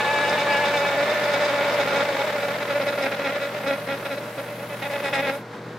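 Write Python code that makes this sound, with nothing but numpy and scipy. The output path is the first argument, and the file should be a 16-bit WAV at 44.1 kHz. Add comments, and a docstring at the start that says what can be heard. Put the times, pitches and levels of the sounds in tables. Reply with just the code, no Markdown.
"""A buzzing, singing scrape: a steel trimming tool shaves a firm clay bowl on an electric potter's wheel.
The blade sticks and slips about 285 times a second, ringing itself and the bowl, and bites harder at the
wall's high spots, turn after turn. It sings and whistles on its tip, then rolls onto its flat edge and
rattles; the clay crumbles and hisses under it, and firmer patches squeak. At the end the tool lifts off,
leaving the motor's hum in a small room."""
import sys
import numpy as np
from scipy import signal
from scipy.fft import rfft, irfft, next_fast_len
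from scipy.io import wavfile
from scipy.ndimage import uniform_filter1d, map_coordinates

SR = 44100
rng = np.random.default_rng(int(sys.argv[2]) if len(sys.argv) > 2 else 0)


def materialize(psi):
    """Save the field psi as 16-bit PCM at rate SR to the path in sys.argv[1].

    A 1-D psi becomes a single channel; in a 2-D psi each row is a channel.
    """
    bounded = np.clip(np.atleast_2d(psi).T, -1, 1)
    quanta = np.round(bounded * 32767).astype(np.int16)
    wavfile.write(sys.argv[1], SR, quanta)


N = 254898
TIME_S = np.arange(N) / SR
LIFT_S = 5.36
GRIT = .13  # share of noise in the force of each slip


def undb(db):
    """Decibels to gain."""
    return 10 ** (np.asarray(db) / 20)


def unit(x):
    """Scale to rms 1."""
    return x / np.sqrt(np.mean(x ** 2))


def even(x, window_s):
    """Scale to a running rms of 1."""
    size = int(window_s * SR)
    return x / np.sqrt(uniform_filter1d(uniform_filter1d(x ** 2, size), size) + 1e-12)


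def curves(table):
    """Columns after time_s, interpolated per sample."""
    time_s, *columns = np.transpose(table)
    return [np.interp(TIME_S, time_s, column) for column in columns]


def walk(rate_hz):
    """Smooth random drift, rms 1."""
    size = int(SR / rate_hz)
    drift = uniform_filter1d(rng.standard_normal(N), size, mode="wrap")
    return unit(uniform_filter1d(drift, size, mode="wrap"))


def colour(x, points):
    """Filter by (freq_hz, gain_db) points."""
    hz, db = np.transpose(points)
    size = next_fast_len(N + SR // 4)
    bins_hz = np.maximum(np.fft.rfftfreq(size, 1 / SR), 1)
    gain = undb(np.interp(np.log(bins_hz), np.log(hz), db))
    return irfft(rfft(x, size) * gain, size)[:N]


def ring(x, modes, roll):
    """Resonances, each two peak filters in series, whose strengths shift as the blade rolls."""
    out = 0
    for k, (hz, width_hz, *db) in enumerate(modes):
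        b, a = signal.iirpeak(hz, hz / width_hz, fs=SR)
        mode = signal.lfilter(b, a, signal.lfilter(b, a, x))
        gain = undb(np.interp(roll, [0, 1, 2], db))
        out = out + (-1) ** k * gain * mode  # neighbours swing in opposite senses
    return out


def swells(rows, squareness=3.2):
    """Summed power of (centre_s, level_db, length_s) swells; squarer ones catch, hold and let go."""
    power = np.zeros(N)
    for centre_s, db, length_s in rows:
        near = slice(*(max(int((centre_s + way * 2 * length_s) * SR), 0) for way in (-1, 1)))
        distance = np.abs(2 * (TIME_S[near] - centre_s) / length_s)
        power[near] += undb(db) ** 2 * np.exp(-distance ** squareness)
    return power


def touching(fade_db_per_s=294):
    """1 while the tool is on the clay, fading once it lifts."""
    return undb(-fade_db_per_s * np.maximum(TIME_S - LIFT_S, 0))


def looseness(bite):
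    """1 in a light cut; falls as a hard bite steadies the blade."""
    return np.clip(bite ** -2, .55, 1)


# hand pressure: time_s, cut_db, high_spot_db
PRESSURE = [(0, -25, -27.5), (0.699, -22.5, -26.5), (1.8, -22, -25.5), (2.102, -25, -30.5),
            (2.349, -25.5, -32), (2.65, -30, -35.5), (3.1, -31, -36), (3.7, -33, -39), (4.3, -35, -40),
            (4.75, -37.5, -43), (5, -33.5, -36), (5.3, -31, -37), (5.36, -36, -45)]
# high spots of the wall: time_in_turn_s, offset_db, length_s
HIGH_SPOTS = [(0.068, 0, 0.02), (0.101, -0.5, 0.056), (0.184, 0, 0.055), (0.233, -3, 0.0247),
              (0.275, -3.5, .022), (0.327, 3, 0.0464)]
def high_spot_passes(turn_s=.3388, spread_s=.0038, spread_db=1):
    """Swell rows: each high spot meets the blade once a turn, about as hard as the hand presses."""
    time_s, _, pressure_db = np.transpose(PRESSURE)
    rows = []
    for turn in range(-1, int(LIFT_S / turn_s) + 1):
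        for in_turn_s, offset_db, length_s in HIGH_SPOTS:
            centre_s = turn * turn_s + in_turn_s
            level_db = offset_db + np.interp(centre_s, time_s, pressure_db)
            late, hard = rng.standard_normal(2)
            if centre_s + length_s > 0:
                rows.append((centre_s + spread_s * late, level_db + spread_db * hard, length_s))
    return rows


# the blade catches and digs in: centre_s, level_db, length_s, steel_extra_db
DIGS = [(0.807, -19.5, 0.037, -24), (.897, -22.5, 0.017, -8), (0.995, -20, 0.025, -17),
        (1.091, -25, 0.043, 0), (1.171, -24, 0.019, -20), (1.283, -20, 0.043, -4), (1.351, -20, 0.03, 1),
        (1.433, -21.5, 0.062, 3), (1.497, -19.5, 0.028, -4.5), (1.567, -22, 0.03, -12),
        (1.654, -20.5, 0.019, -1), (1.744, -20, .02, -1.5), (1.805, -18, 0.033, -1), (1.954, -20, 0.065, 2),
        (2.012, -17.5, 0.029, -0.5), (2.093, -20, 0.02, -6), (2.199, -20.5, 0.031, -1),
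        (2.291, -23, 0.026, 3.5), (2.392, -24, 0.025, -5), (2.436, -23, 0.034, -3.5),
        (2.506, -22, 0.038, -2.5), (2.553, -26, 0.016, 6), (2.621, -24, 0.023, 3.5),
        (2.715, -20, 0.045, -1.5), (2.765, -19, 0.032, -3.5), (2.817, -22.5, 0.042, 1),
        (2.882, -19.5, 0.031, 0), (2.935, -23, 0.039, -1), (2.991, -19, 0.027, -0.5),
        (3.051, -19, 0.054, 0), (3.131, -22.5, 0.03, 1.5), (3.206, -24.5, .035, 1.5),
        (3.278, -20.5, .066, 1.5), (3.356, -23, 0.036, 2), (3.435, -22, 0.055, -3),
        (3.563, -28.5, 0.043, 2), (3.639, -26.5, 0.017, -2.5), (3.705, -19.5, 0.08, -1.5),
        (3.793, -27.5, 0.024, -11), (3.912, -22, 0.0686, -0.5), (4.064, -21, 0.025, -1),
        (4.124, -23.5, 0.045, -2), (4.184, -23.5, 0.02, -5.5), (4.239, -30.5, .02, -13),
        (4.391, -22, .023, -3.5), (4.488, -32.5, 0.019, -2), (4.522, -30, .028, -8.5),
        (4.619, -30, 0.057, -21), (4.708, -28, 0.016, -1), (4.736, -27.5, 0.026, -2.5),
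        (4.832, -23, 0.0216, 2), (4.862, -23.5, 0.0196, -1), (4.937, -24.5, 0.059, -1),
        (4.998, -28, 0.019, 0), (5.067, -22, 0.058, 1), (5.15, -21, .036, 5), (5.191, -20, .042, 1),
        (5.245, -25, 0.036, 2.5), (5.286, -20.5, 0.046, 2), (5.345, -24, 0.044, -10)]
def cutting_force():
    """Forces on bowl and steel: steady cut, high spots and digs add as powers."""
    cut = undb(curves(PRESSURE)[0]) ** 2 + swells(high_spot_passes())
    bowl_digs = swells([(s, db, length_s) for s, db, length_s, _ in DIGS])
    steel_digs = swells([(s, db + extra_db, length_s) for s, db, length_s, extra_db in DIGS])
    return np.sqrt(cut + bowl_digs) * touching(), np.sqrt(cut + steel_digs) * touching()


# stick-slip rate: time_s, base_rate_hz
SLIP_RATE = [(0, 294), (.95, 294.4), (1.15, 297.2), (1.35, 285.1), (2.6, 287.6), (3.3, 280.1),
             (4.85, 284.4), (5.1, 278.2), (5.3, 278.7)]
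def slips(bite, surge, scatter, sag=.042, surge_dip=.036, drift=.009, lock=.79, spread_db=3):
    """Slip pulses, the gush of clay after each, and their count; bites and surges slow and steady them."""
    hz = curves(SLIP_RATE)[0] * bite ** -sag * (1 - surge_dip * surge) * (1 + drift * walk(22.12))
    jitter = scatter / bite * (1 - lock * surge) * (.75 * walk(50.37) + walk(401))
    cycles = np.cumsum(hz * (1 + jitter)) / SR
    at = np.flatnonzero(np.diff(np.floor(cycles)) > 0)
    late = (np.ceil(cycles[at]) - cycles[at]) / (cycles[at + 1] - cycles[at])  # share of a sample
    size = undb(spread_db * looseness(bite[at]) * rng.standard_normal(len(at)))
    pulses = np.zeros(N)
    pulses[at], pulses[at + 1] = size * (1 - late), size * late
    gush = .45 + np.exp(-(cycles % 1) / .3)
    return unit(pulses), gush, cycles


# hops of the blade: time_s, depth_db
HOP_DEPTH = [(0, 1), (1.9, 1), (2.25, 2.5), (2.6, 3), (3.5, 2), (4.7, 2), (5.3, 1.5)]
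def hopping(rate_hz=38.44, uneven=.1666):
    """Gain that chops the cut as the blade hops along the wall."""
    cycles = np.cumsum(rate_hz * (1 + uneven * walk(31.8))) / SR
    return even(undb(curves(HOP_DEPTH)[0] * np.sin(2 * np.pi * cycles)), .1)


# resonances of blade and bowl: freq_hz, width_hz, tip_db, corner_db, flat_db
BODY_MODES = [(255, 83, -13.5, -10.5, -10.5), (596.3, 86.7, 6.5, 5.5, 7), (813, 170, 4, -17, 15.5),
              (1036, 193, 9, -34, -38), (1413, 140, -4.5, -7.5, -14), (1563, 140, -58, -13, -20),
              (1742, 160, -5.5, -11, 0), (2000, 360, -10, -10, 0), (2090, 154, -4, -7, 8.5),
              (2271, 170, -2, -9.5, -7), (2561, 157, -14, -11.5, 2), (2610, 430, -2, -55, -39),
              (3330, 130, -21, -16.5, -18), (3656, 510, -3, -28.5, 2), (5234, 173, -57, -30, -24)]
def chatter(pulses, gush, bowl_force, steel_force, bite, roll, split_hz=1200, build_s=.0042, limit=4.1):
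    """Slips ring blade and bowl; a hard bite lets go more abruptly and sounds brighter."""
    drive = pulses + GRIT * gush * rng.standard_normal(N)
    tone = even(ring(drive, BODY_MODES, roll), .048)
    blade = signal.sosfiltfilt(signal.butter(2, split_hz, "high", fs=SR, output="sos"), tone)
    bowl = limit * np.tanh((tone - blade) / limit)  # clay damps the widest swings
    brightness = bite ** np.interp(roll, [0, 1], [.076, .058])
    # the heavy bowl lags; the light blade answers at once
    pole = np.exp(-1 / (build_s * SR))
    swing = signal.lfilter([1 - pole], [1, -pole], bowl_force, zi=[pole * bowl_force[0]])[0]
    bowl_flutter = undb(2 * looseness(bite) * walk(60))
    blade_flutter = undb(1.4 * looseness(bite) * walk(36))
    return swing * bowl * bowl_flutter + steel_force * blade * brightness * blade_flutter


def snaps(pulses, band_hz=(1700, 3000)):
    """Each slip lets go with a dry tick."""
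    return unit(signal.sosfilt(signal.butter(2, band_hz, "band", fs=SR, output="sos"), pulses))


# surges of the tip, about three a turn: centre_s, level_db, length_s
SURGES = [(.01, -28.5, .035), (0.092, -27.5, 0.056), (0.172, -28.5, 0.06), (0.265, -27.5, .06),
          (0.402, -29, 0.055), (0.54, -25.5, 0.091), (0.637, -27, .05), (0.752, -28.5, 0.039),
          (0.85, -30, 0.05)]
# overtones of the slip rate: harmonic, relative_db
OVERTONES = [(3, 1.5), (4, -8), (5, -5), (7, -4.5), (8, 0), (9, -4), (10, -6), (12, -17), (13, -21)]
def singing(slip_cycles, waver_db=3, rough_cycles=.055):
    """In a surge the tip sings overtones of the slip rate, each rough and wavering."""
    song = 0
    for harmonic, db in OVERTONES:
        gain = undb(db + waver_db * walk(40))
        cycles = harmonic * slip_cycles + rng.random() + rough_cycles * walk(110)
        song = song + gain * np.sin(2 * np.pi * cycles)
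    return even(song, .12) * np.sqrt(swells(SURGES, squareness=4))


# whistle of the tip, gone as the blade rolls off it: time_s, level_db
WHISTLE_LEVEL = [(0, -33), (.05, -30), (.17, -31.5), (.25, -26.5), (.285, -38.5), (.355, -29), (.39, -41.5),
                 (0.519, -27), (0.641, -31.5), (.71, -37.5), (.76, -32), (.81, -36), (0.861, -27),
                 (0.889, -38), (1.2, -36), (1.6, -49), (1.9, -80)]
def whistling(pitch_hz=1692, rise_hz_per_db=7, max_rise_hz=105.6, waver_db=2, wobble_hz=9):
    """The tip whistles on a mode of its own, going sharp as it weakens."""
    db = curves(WHISTLE_LEVEL)[0] + waver_db * walk(32)
    loudest_db = max(level_db for _, level_db in WHISTLE_LEVEL)
    rise_hz = np.clip(rise_hz_per_db * (loudest_db - db), 0, max_rise_hz)
    hz = pitch_hz + rise_hz + wobble_hz * walk(85)
    return np.sqrt(2) * undb(db) * np.sin(2 * np.pi * np.cumsum(hz) / SR)


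def grains(per_s, spread_db):
    """Dense tiny clicks of uneven size."""
    size = undb(spread_db * np.minimum(rng.exponential(size=N), 5))
    return unit((rng.random(N) < per_s / SR) * rng.standard_normal(N) * size)


# spectrum of crumbling clay: freq_hz, gain_db
CRUMB_SPECTRUM = [(100, -18), (200, 1), (350, 1), (520, 11), (700, 7), (1000, 3.5), (1500, 3.5), (2200, 0),
                  (3000, -4.5), (4000, -7.5), (5500, -15), (7500, -26.5), (10000, -36), (15000, -60)]
def crumbling(gush):
    """Clay breaks away in grains, loudest just after each slip."""
    return unit(colour(gush * grains(per_s=12000, spread_db=.77), CRUMB_SPECTRUM))


# high modes of the rubbed steel: base_freq_hz, width_hz, tip_db, corner_db, flat_db
HISS_MODES = [(7200, 5900, 5.5, -0.5, -3), (8280, 260, -3, 10, -8), (9560, 2200, -17, 2, -8),
              (10390, 300, -6, 8, 8), (11060, 3000, -9, 6, -4), (12060, 300, -9, 4, 9),
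              (12540, 330, 2, 11, -6), (13550, 750, -5, 0, 1), (16050, 1800, 4, 2.5, 1)]
# their sinking as the contact spreads: time_s, freq_ratio
HISS_SINK = [(0, 1.03), (2.5, 1.025), (4.8, .995)]
def rubbing(gush, roll, stray=.2):
    """Fine grit slides under the steel and hisses in its modes; the contact strays along the edge."""
    grit = (1 + .5 * gush) * grains(per_s=11000, spread_db=1.4)
    hiss = ring(grit, HISS_MODES, roll + stray * walk(3.9))
    position = np.cumsum(curves(HISS_SINK)[0])
    return even(map_coordinates(hiss, [position], order=3, mode="mirror"), .4)


# motor and drive tones: pitch_hz, rms_db, waver_db
HUM_TONES = [(120, -48.3, .7), (167, -49.7, 2), (205, -51, 2.5), (218, -52, 2.5), (450, -55, 2.5),
             (480, -47, 1.5), (599.5, -52, 1), (780, -59, 2)]
# spectrum of bearings and wheel head: freq_hz, gain_db
WHIRR_SPECTRUM = [(18, -32), (32, -12), (80, -19.5), (105, 2), (150, 3), (210, 4.5), (300, 4.5), (420, 4.5),
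                  (700, 2), (1200, 0), (2000, -4.5), (2600, -12.5), (4000, -14.5), (8000, -29),
                  (15000, -37)]
def wheel(whirr_db=-39.5, whirr_waver_db=1.2):
    """The motor hums on mains harmonics; the drive's tones waver over the whirr of the bearings."""
    hum = 0
    for hz, db, waver_db in HUM_TONES:
        amplitude = np.sqrt(2) * undb(db + waver_db * walk(5.5))
        phase_drift = .35 * waver_db * walk(11)
        hum = hum + amplitude * np.sin(2 * np.pi * hz * TIME_S + phase_drift)
    whirr = unit(colour(rng.standard_normal(N), WHIRR_SPECTRUM))
    return hum + whirr * undb(whirr_db + whirr_waver_db * walk(20))


# squeaks on firmer clay: centre_s, rasp_relative_db, chirp_hz, chirp_db
SQUEAKS = [(.14, -36, 3500, -38), (.255, -36, 5050, -46), (.293, -25.5, 3720, -34), (.343, -41, 3690, -38),
           (.398, -31, 3530, -34), (.425, -42.5, 3520, -43), (.527, -30, 4920, -39), (.572, -32, 5040, -43),
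           (.658, -28, 3520, -33), (.685, -31, 3550, -44), (.725, -40, 3600, -47), (.775, -34, 3580, -32.5),
           (.875, -30, 3680, -40), (1.035, -28.5, 3660, -36), (1.105, -28.5, 3560, -35),
           (1.146, -35.5, 3550, -38), (1.241, -26, 3480, -41), (1.334, -28, 3650, -42),
           (1.453, -27.5, 4945, -39), (1.741, -33, 3580, -43), (1.809, -41, 3650, -45),
           (1.965, -35, 3650, -47), (2.82, -35, 5097, -48), (2.884, -28, 5334, -43), (3.03, -31, 5180, -42),
           (3.677, -28.5, 5249, -48), (5.149, -31, 5148, -49)]
# high modes of the edge: freq_hz, width_hz, tip_db, corner_db, flat_db
EDGE_MODES = [(3567, 190, 10.5, 8, -16), (3970, 300, -12, 8, -8), (5000, 470, -0.5, 0.5, 2),
              (6300, 1400, -10, -13.5, -19), (8350, 3500, -19, -18, 3)]
def squeak_rasps(pulses, gush, force, bite, roll, gain_db=-11, faint_db=-26, width_s=.011, stray=.12):
    """Slips ring the edge's high modes: briefly at each squeak, faintly whenever the blade bites."""
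    swell = force * bite ** .14 * undb(faint_db + 2.5 * walk(27))
    for centre_s, rasp_db, _, _ in SQUEAKS:
        near = slice(max(int((centre_s - .06) * SR), 0), int((centre_s + .08) * SR))
        from_peak_s = TIME_S[near] - centre_s - .003
        swell[near] += undb(rasp_db + gain_db) * np.exp(-(from_peak_s / width_s) ** 2)
    spot = np.abs(roll + stray * walk(12))
    drive = pulses + 2 * GRIT * gush * rng.standard_normal(N)
    return swell * even(ring(drive, EDGE_MODES, spot), .012)


def squeak_chirps(width_s=.0071, wobble=.008):
    """In each squeak one high mode of the edge rings out as a short metallic chirp."""
    clock_s = np.cumsum(1 + wobble * walk(150)) / SR
    out = np.zeros(N)
    for centre_s, _, hz, db in SQUEAKS:
        near = np.abs(TIME_S - centre_s) < 3 * width_s
        envelope = np.sqrt(2) * undb(db) * np.exp(-((TIME_S[near] - centre_s) / width_s) ** 2)
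        out[near] += envelope * np.sin(2 * np.pi * hz * clock_s[near])
    return out


def reflections(x, t60_s):
    """Dense, fading echoes at unit power gain."""
    t = np.arange(SR // 2) / SR
    echoes = rng.standard_normal(len(t)) * undb(-60 * t / t60_s) * (t > .001)
    return signal.fftconvolve(x, echoes / np.sqrt(np.sum(echoes ** 2)))[:N]


# tilt of the blade: time_s, roll (0 tip, 1 corner, 2 flat edge)
BLADE_ROLL = [(0, 0.029), (.65, 0.24), (.88, 0.42), (1.2, 0.5), (2.2, 0.4), (3.1, 0.9), (4.5, 1.033),
              (4.85, 1.42), (5.28, 1.29), (5.36, 0.67)]
# the clay's response: roll, slip_scatter_ratio, crumble_db, hiss_db, snap_db, chatter_db
CONTACT = [(0, .022, -3.5, -47.5, -25, -2.5), (0.498, 0.034, -6.5, -49.5, -29.5, -3.5),
           (1.001, .022, -8.5, -52, -18.5, -2.5), (2, 0.022, -7, -48, -13, -1.8)]
def trimming(stall_db=-34.5, scattered_db=-1.5):
    """The blade shaves the wall: returns the direct scrape and the part scattered sideways."""
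    roll, = curves(BLADE_ROLL)
    rolls, *columns = np.transpose(CONTACT)
    scatter, crumble_db, hiss_db, snap_db, chatter_db = (np.interp(roll, rolls, c) for c in columns)
    force, steel_force = cutting_force()
    mean_force = uniform_filter1d(force, int(.8 * SR))
    bite = np.clip(force / (mean_force + 1e-9), .4, 1.8)
    surge_power = swells([(s, 0, length_s) for s, _, length_s in SURGES], squareness=2)
    surge = np.minimum(np.sqrt(surge_power), 1)
    pulses, gush, slip_cycles = slips(bite, surge, scatter)
    hops = hopping() ** looseness(bite)
    grip = hops * force / np.hypot(force, undb(stall_db))  # a light cut stalls and mostly crumbles
    judder = undb(chatter_db) * chatter(pulses, gush, force * grip, steel_force * grip, bite, roll)
    ticks = undb(snap_db) * steel_force * grip * snaps(pulses)
    squeaks = squeak_rasps(pulses, gush, force, bite, roll) + squeak_chirps()

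    def friction():
        """Crumbs and hiss from many points along the edge, fresh on each call."""
        crumbs = crumbling(gush) * hops * np.sqrt(force * steel_force) * bite ** -.65
        return undb(crumble_db) * crumbs + undb(hiss_db) * touching() * rubbing(gush, roll)

    direct = judder + ticks + singing(slip_cycles) + whistling() + squeaks + friction()
    scattered = friction() + reflections(squeaks + ticks, t60_s=.014)
    return direct, undb(scattered_db) * scattered


# sound arriving from the sides: freq_hz, gain_db
SIDE_SPECTRUM = [(30, -17), (70, -25), (120, -61), (170, -72), (300, -18), (580, -21.5), (900, -12.5),
                 (1400, -4), (2200, -7), (4000, -5), (8000, -1), (15000, -3.5)]
# treble leans left, towards the tool: freq_hz, left_minus_right_db
LEAN = [(1000, 0.5), (2300, -0.5), (4000, 2), (8000, 2), (12000, 0.5)]
def scene(room_db=-18, echo_db=-3):
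    """Tool and wheel in a short room tail; splash pan and near walls throw treble back from the sides."""
    scrape, scattered = trimming()
    direct = scrape + wheel()
    mid = direct + undb(room_db) * reflections(direct, t60_s=.45)
    side = colour(scattered + undb(echo_db) * reflections(direct, t60_s=.043), SIDE_SPECTRUM)
    left = colour(mid + side, [(hz, db / 2) for hz, db in LEAN])
    right = colour(mid - side, [(hz, -db / 2) for hz, db in LEAN])
    return np.array([left, right])


def record(dry):
    """Steep low-pass on the top treble."""
    top_hz = 15750
    return signal.sosfilt(signal.ellip(10, .2, 80, top_hz, fs=SR, output="sos"), dry)


dry = scene()
out = record(dry)
materialize(out)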